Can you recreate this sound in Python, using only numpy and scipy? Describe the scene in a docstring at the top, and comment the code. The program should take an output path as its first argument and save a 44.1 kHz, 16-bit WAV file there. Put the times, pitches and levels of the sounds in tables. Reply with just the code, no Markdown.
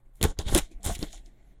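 """Packing tape ripped off a box

Tape is picked at and ripped off a cardboard box in short pulls, close to a desk microphone.
Stick-slip of the glue line crackles and snaps through filtered noise shaped by film resonances.
The box walls knock as damped sines and creak as clicks through modes; low noise shakes the desk.
Faint rustle, quiet noise and a mains hum lie underneath, and a small damped room adds its echo."""
import sys
import numpy as np
from scipy import signal
from scipy.io import wavfile
from scipy.ndimage import uniform_filter1d

SR = 44100
rng = np.random.default_rng(int(sys.argv[2]) if len(sys.argv) > 2 else 0)


def digitize_waveform(pressure):
    """Quantize a signal to 16-bit integers and store it at the path in sys.argv[1].

    Rows of a 2-D input are taken as channels; values are limited to [-1, 1].
    """
    field = np.atleast_2d(pressure).T
    bounded = np.clip(field, -1, 1)
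    quanta = np.round(bounded * 32767).astype(np.int16)
    wavfile.write(sys.argv[1], SR, quanta)


N = 70560
GRAIN_LAG_S = 0.005  # crackle and creak follow their level tables this much later


def undb(db):
    """Level definition: dB to amplitude gain."""
    return 10 ** (np.asarray(db) / 20)


def unit(x):
    """Normalisation: scale to rms 1."""
    return x / np.sqrt(np.mean(x ** 2))


def decay(t, t60_s):
    """Exponential damping: a fall of 60 dB in t60_s."""
    return np.exp(-np.log(1000) * t / t60_s)


def band(x, hz, width_hz):
    """Simple resonance: a peak filter with gain 1 at the centre."""
    centre_hz = min(hz, 0.45 * SR)
    q = max(hz / width_hz, 0.3)
    return signal.lfilter(*signal.iirpeak(centre_hz, q, fs=SR), x)


def body(x, modes):
    """Modal superposition: twice-filtered resonances summed with alternating sign."""
    out = 0
    for k, (hz, width_hz, db) in enumerate(modes):
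        pass_hz = 1.8 * width_hz  # each pass is wider, as two passes narrow the peak
        mode = band(band(x, hz, pass_hz), hz, pass_hz)
        out = out + (-1) ** k * undb(db) * mode
    return out


def cut(x, hz, kind, order=2):
    """Maximally flat filtering: a Butterworth low or high pass."""
    return signal.sosfilt(signal.butter(order, hz, kind, fs=SR, output="sos"), x)


def level(tables, column, lag_s=0):
    """Amplitude envelope: one dB column, interpolated through all tables, as gain."""
    rows = np.concatenate([np.array(table) for table in tables])
    t = np.arange(N) / SR - lag_s
    return undb(np.interp(t, rows[:, 0], rows[:, column]))


def clicks(per_s, spread_db):
    """Poisson-like impulses: random times and signs, with a long tail of sizes."""
    hits = rng.random(N) < per_s / SR
    signs = np.sign(rng.standard_normal(N))
    return hits * signs * undb(spread_db * rng.exponential(size=N))


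def walk(per_s):
    """Slow random modulation: held random levels, smoothed twice, with spread near 1."""
    hold = int(SR / per_s)
    steps = np.repeat(rng.standard_normal(N // hold + 1), hold)
    return 1.3 * uniform_filter1d(uniform_filter1d(steps, hold), hold)[:N]


def even(x, span_s):
    """Level equalisation: hold the running rms of a noise near 1."""
    power = uniform_filter1d(x ** 2, int(span_s * SR))
    return x / np.sqrt(power + 1e-18)


def hiss(spectrum, flicker_db):
    """Filter-bank synthesis: narrow noise bands follow a spectrum and flicker independently."""
    f, density_db = np.array(spectrum).T
    octaves = np.arange(0, np.log2(f[-1] / f[0]), 1 / 5)
    out = 0
    for hz in f[0] * 2 ** octaves:
        db = np.interp(np.log(hz), np.log(f), density_db) + flicker_db * walk(24)
        noise = rng.standard_normal(N)
        for _ in range(3):
            noise = band(noise, hz, hz / 4)
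        out = out + undb(db) * noise
    return unit(out)


# relative spectrum of the rustle: f/Hz, level/dB (per Hz)
RUSTLE_SPECTRUM = [(150, -3.5), (230, 4.5), (360, 1), (480, -15.5), (680, -2.5), (850, -14.5), (1100, -28),
                   (1450, -29), (2100, -10.5), (2500, -21), (2800, -20), (3600, -27.5), (5000, -30.5),
                   (7500, -24.5), (10000, -30), (16000, -34)]
# rms level of the rustle over time: t/s, level/dB
RUSTLE_LEVEL = [
    [(0.0, -67), (0.024, -100), (0.058, -70.5), (0.14, -80)],
    [(0.7, -68), (0.718, -59), (0.744, -66.5), (0.8, -65)],
    [(1.2, -63), (1.22, -66), (1.528, -67), (1.6, -94.5)],
]
# relative spectrum of the quiet room: f/Hz, level/dB (per Hz)
QUIET_SPECTRUM = [(56, -33), (95, 3), (123, 5.5), (290, -34), (408, -24.5), (1420, -38), (2000, -43),
                  (2940, -44), (16000, -47)]
QUIET_DB, HUM_HZ, HUM_DB = -77, 120, -68.5  # rms levels


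def air():
    """Broadband and tonal background: hand and cloth rustle over quiet noise and a sine hum."""
    rustle = level(RUSTLE_LEVEL, column=1) * hiss(RUSTLE_SPECTRUM, flicker_db=4.5)
    quiet = undb(QUIET_DB) * hiss(QUIET_SPECTRUM, flicker_db=1.0)
    hum = undb(HUM_DB) * np.sqrt(2) * np.sin(2 * np.pi * HUM_HZ * np.arange(N) / SR)
    return rustle + quiet + hum


# shaking of box and desk, one table a pull:
# t/s, low box modes level/dB, high box modes level/dB, desk rumble level/dB
SHAKES = [
    [(0.12, -79, -78, -56), (0.13, -97.5, -77, -73), (0.196, -62, -77, -48), (0.21, -39, -49.5, -40),
     (0.242, -23.5, -27.5, -31), (0.254, -35, -34.5, -20.5), (0.266, -40, -47.5, -41),
     (0.288, -49, -51, -30.5), (0.312, -49.5, -47, -32.5), (0.35, -79, -99, -42), (0.365, -71, -74, -47.5)],
    [(0.366, -88, -59, -43), (0.384, -42, -63, -36.5), (0.392, -39.5, -39, -52), (0.434, -53, -63.5, -43),
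     (0.462, -50, -56, -30), (0.484, -39, -40, -32.5), (0.502, -45, -44.5, -25), (0.508, -49, -51, -30),
     (0.52, -47, -55, -39)],
    [(0.521, -26, -42, -23.5), (0.533, -62, -39, -21), (0.549, -23, -29, -25), (0.561, -27, -32, -29),
     (0.583, -30.5, -32, -37), (0.611, -65, -55.5, -24), (0.681, -71.5, -82, -56.5),
     (0.717, -60.5, -81.5, -56), (0.753, -68.5, -75.5, -38.5), (0.8, -62, -74.5, -40)],
    [(0.801, -70, -80, -36), (0.823, -68, -69.5, -55), (0.841, -47, -46, -44.5),
     (0.861, -43.5, -39.5, -37.5), (0.889, -34, -43.5, -58), (0.897, -43, -39, -20),
     (0.909, -35.5, -45, -27.5), (0.941, -66, -58, -32), (0.97, -52, -65, -31)],
    [(0.971, -70, -65, -44), (0.985, -64, -66, -47), (1.001, -49, -63, -41), (1.033, -33.5, -43.5, -23),
     (1.051, -58, -59.5, -41.5), (1.069, -55, -61, -41), (1.099, -66, -85, -49), (1.141, -71, -57, -42),
     (1.175, -71.5, -78, -47), (1.271, -71, -78.5, -48), (1.32, -70, -77.5, -56.5)],
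]
SWAY_DB = -55.5  # steady low sway under the pulls


def shake(low_hz, high_hz):
    """Band-limited random vibration: low noise between two cut-offs, held near rms 1."""
    noise = cut(rng.standard_normal(N), high_hz, "low", order=6)
    return even(cut(noise, low_hz, "high"), 0.16)


def desk():
    """Structure-borne vibration: each tug shakes desk and stand over a steady sway."""
    rumble = level(SHAKES, column=3) * shake(10, 43.6)
    sway = undb(SWAY_DB) * shake(7, 33)
    return rumble + sway


# modes of the box: f/Hz, nominal width/Hz, level/dB (relative)
BOX_LOW = [(150, 68, -2.5), (195.4, 34, 4), (279, 34, -1.5), (332.3, 50, -5.5), (434, 73, -2)]
BOX_HIGH = [(531, 53, 6), (680, 76, -7.5), (810, 120, 2.5), (1100, 100, -7), (1450, 330, -4)]
CREAKS_PER_S, CREAK_SPREAD_DB = 2500, 2


def creak():
    """Impulsive excitation of modes: small slips shake the low and high box resonances."""
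    slips = clicks(CREAKS_PER_S, CREAK_SPREAD_DB)
    out = 0
    for column, box in ((1, BOX_LOW), (2, BOX_HIGH)):
        out = out + level(SHAKES, column, GRAIN_LAG_S) * even(body(slips, box), 0.015)
    return out


# crackle, one table a pull:
# t/s, low film level/dB, high film level/dB, top film level/dB
PULLS = [
    [(0.12, -93, -99, -90), (0.164, -80, -75.5, -69), (0.204, -74, -79, -78.5), (0.21, -54, -52, -56),
     (0.214, -41, -48, -46), (0.22, -66, -59, -55), (0.226, -39, -34.5, -37.5), (0.244, -36.5, -40.5, -46),
     (0.264, -49.5, -51, -58), (0.308, -59.5, -53.5, -75), (0.334, -75.5, -83, -101),
     (0.35, -108, -89, -107), (0.365, -74, -90.5, -106)],
    [(0.366, -82, -80, -107), (0.376, -61.5, -80, -107), (0.38, -68.5, -76, -73), (0.386, -43.5, -46, -41),
     (0.392, -42, -47, -76), (0.4, -48.5, -50.5, -60.5), (0.414, -49.5, -54, -65.5),
     (0.436, -63.5, -69, -77), (0.454, -51.5, -61, -72), (0.484, -37.5, -43, -52.5),
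     (0.496, -47, -47.5, -49.5), (0.53, -44.5, -42, -45.5)],
    [(0.531, -44, -41, -41), (0.541, -41, -37, -43), (0.549, -31, -32.5, -37), (0.559, -34, -34, -40.5),
     (0.587, -33, -36, -41), (0.601, -52, -53, -57.5), (0.653, -62, -62.5, -76), (0.681, -73, -77, -100),
     (0.703, -78, -79.5, -83), (0.715, -66, -65, -84.5), (0.757, -87, -85, -89), (0.8, -92.5, -96.5, -86.5)],
    [(0.801, -78, -79.5, -87), (0.821, -71, -77, -86), (0.827, -64, -55, -66), (0.849, -42.5, -42, -40),
     (0.867, -40.5, -36.5, -51), (0.945, -53.5, -49, -51.5), (0.951, -41.5, -41, -53),
     (0.969, -59.5, -68, -65.5), (0.98, -56, -50, -64.5)],
    [(0.981, -63, -63, -67), (0.989, -54.5, -54, -58.5), (1.019, -50.5, -53, -52),
     (1.029, -41.5, -51, -53.5), (1.047, -56.5, -56.5, -60), (1.083, -56, -65.5, -71.5),
     (1.109, -61, -61.5, -69), (1.137, -57, -51, -68), (1.175, -60.5, -62, -76), (1.233, -85, -89, -97),
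     (1.259, -68.5, -67, -80), (1.299, -83.5, -83.5, -90), (1.32, -83.5, -89.5, -107)],
]
# resonances of the tape film: f/Hz, nominal width/Hz, level/dB (relative)
FILM_LOW = [(1640, 400, -5), (2136, 320, 6.5), (3113, 930, 6.5), (3519, 910, 12.5), (4400, 350, -1.5)]
FILM_HIGH = [(5470, 1000, -3), (6840, 830, 2.5), (7970, 900, 2), (8600, 900, -0.5), (9500, 870, 0)]
FILM_TOP = [(11070, 1200, 1), (11100, 2900, -1), (13600, 2600, -8), (15000, 1200, -13)]
GRAINS_PER_S, GRAIN_SPREAD_DB, GRAIN_SMEAR_S = 9000, 2.5, 0.0005
FILM_FLICKER_DB, FILM_FLICKER_PER_S = 2, 25


def crackle():
    """Stick-slip friction: dense glue-line grains ring film resonances that swell independently."""
    smear = np.exp(-1 / (GRAIN_SMEAR_S * SR))
    out = 0
    for column, film in ((1, FILM_LOW), (2, FILM_HIGH), (3, FILM_TOP)):
        impulses = np.abs(clicks(GRAINS_PER_S, GRAIN_SPREAD_DB))
        grains = signal.lfilter([1], [1, -smear], impulses)
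        rasp = grains * rng.standard_normal(N)
        rung = 0
        for k, mode in enumerate(film):
            swell = undb(FILM_FLICKER_DB * walk(FILM_FLICKER_PER_S))
            rung = rung + swell * (-1) ** k * body(rasp, [mode])
        out = out + level(PULLS, column, GRAIN_LAG_S) * even(rung, 0.024)
    return out


# snaps of the glue letting go: t/s, peak level/dB, ring f/Hz, burst decay t60/s,
# ring gain level/dB, treble gain level/dB
SNAPS = [(.156, -49.5, 9070, 0.018, 14, 0), (0.2131, -23.5, 2980, .012, 3.5, -5.5),
         (0.2281, -8, 9600, 0.0086, -1.5, 2), (0.238, -13.5, 3600, 0.0078, 8, 2.5),
         (0.2405, -11.5, 9600, 0.018, 8, -10), (0.25, -24, 3950, 0.0098, 6, -2),
         (.303, -42, 7340, .02, 10, -9), (.389, -19, 3970, 0.0092, 26.5, 10),
         (.468, -39, 3800, 0.011, 15, -7), (0.4847, -29.5, 3400, .012, 13, -2),
         (0.5483, -8, 2950, 0.01, 4, 7), (.562, -13, 2810, 0.0091, 9, 2),
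         (0.576, -12.5, 7800, .012, 6, 0.5), (0.5793, -10, 9100, 0.015, 14, 9),
         (0.5863, -14.5, 3320, 0.011, 4, 3), (0.7147, -50.5, 6640, 0.014, 24, -19),
         (0.831, -37.5, 7570, 0.019, 15, -0.5), (.844, -26.5, 8150, 0.024, 16, -1),
         (0.852, -19, 7770, 0.0089, 29, 9), (.863, -20.5, 9900, 0.024, 20, 6),
         (.870, -21, 7040, 0.0084, 2, 4), (.9503, -27, 2300, .02, 13, 4), (0.9902, -32, 2870, 0.01, 5, 5.5),
         (1.028, -20.5, 4060, 0.0092, 15, -23), (1.129, -34.5, 6700, 0.019, 9, -4.5),
         (1.1789, -49, 2100, .012, 14.5, 0), (1.2603, -48, 5600, .02, 16, -3.5)]
SNAP_RING_Q, SNAP_RISE_S, SNAP_TICK_DB = 3.2, 0.0001, 13


def snaps():
    """Sudden release of strain: a tick and a decaying noise burst excite film and one ring."""
    length = 4096
    out, t = np.zeros(N + length), np.arange(length) / SR
    for start_s, peak_db, hz, t60_s, ring_db, treble_db in SNAPS:
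        rise = 1 - np.exp(-t / SNAP_RISE_S)
        burst = rng.standard_normal(length) * rise * decay(t, max(t60_s, 0.003))
        burst[2:4] += undb(SNAP_TICK_DB) * np.array([1, -1])  # tick
        ring = undb(ring_db) * body(burst, [(hz, hz / SNAP_RING_Q, 0)])
        treble = undb(treble_db) * body(burst, FILM_HIGH + FILM_TOP)
        snap = body(burst, FILM_LOW) + treble + ring
        i = int(start_s * SR)
        out[i:i + length] += undb(peak_db) * snap / np.max(np.abs(snap))
    return out[:N]


# knocks of the box wall: t/s, undamped amplitude level/dB, f/Hz, decay t60/s
KNOCKS = [(.213, -19.5, 78.4, 0.03), (0.214, -20, 445, 0.0092), (.233, -17.5, 97.3, 0.11),
          (0.245, -13.5, 80.5, 0.099), (0.25, -17.5, 204, 0.032), (.252, -17.5, 439, 0.051),
          (0.39, -19, 72, 0.068), (0.391, -26, 455, 0.032), (0.464, -17, 62.4, 0.054), (0.5, -18, 60, 0.05),
          (.536, -14, 78.2, 0.066), (0.551, -20, 219, 0.047), (.555, -21, 323, 0.07),
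          (0.564, -18.5, 352, 0.033), (.575, -25, 436, 0.018), (.717, -47, 330, 0.041),
          (0.862, -18.5, 77, 0.072), (0.894, -20, 76.7, 0.087), (.896, -25.5, 729, 0.033),
          (.905, -30, 699, 0.081), (0.993, -20, 86, 0.022), (1.027, -20, 322, 0.026),
          (1.135, -44.5, 696, 0.032)]


def knocks():
    """Damped free vibration: each knock is a decaying sine of the box wall."""
    length = 8192
    out, t = np.zeros(N + length), np.arange(length) / SR
    for start_s, db, hz, t60_s in KNOCKS:
        i = int(start_s * SR)
        swing = np.sin(2 * np.pi * hz * t) * decay(t, max(t60_s, 0.005))
        out[i:i + length] += undb(db) * swing
    return out[:N]


ROOM_T60_S, ROOM_DB, ROOM_DAMP_HZ = 0.15, -19.5, 8900


def room(x):
    """Diffuse reverberation: convolution with decaying noise, duller than the source."""
    t = np.arange(SR // 2) / SR
    tail = cut(rng.standard_normal(len(t)), ROOM_DAMP_HZ, "low", order=1) * decay(t, ROOM_T60_S)
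    tail = tail / np.sqrt(np.sum(tail ** 2))
    return signal.fftconvolve(cut(x, 200, "high"), tail)[:N]


SIDE_DB, SIDE_HZ = -25, 600


def scene():
    """Sum and difference: nearly mono, left and right differing by a faint hiss that follows the sound."""
    tape = crackle() + snaps() + knocks() + creak()
    mid = tape + undb(ROOM_DB) * room(tape) + desk() + air()
    # convolution with short noise smears the sound into the hiss
    smear = rng.standard_normal(1024) / np.sqrt(1024)
    bright = cut(cut(mid, SIDE_HZ, "high", order=1), 120, "high", order=1)
    side = undb(SIDE_DB) * signal.fftconvolve(bright, smear)[:N]
    return np.array([mid + side, mid - side])


TOP_HZ = 16000


def record(dry):
    """Band limitation: a steep elliptic low pass removes the top."""
    return signal.sosfilt(signal.ellip(8, 0.2, 75, TOP_HZ, fs=SR, output="sos"), dry)


dry = scene()
out = record(dry)
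digitize_waveform(out)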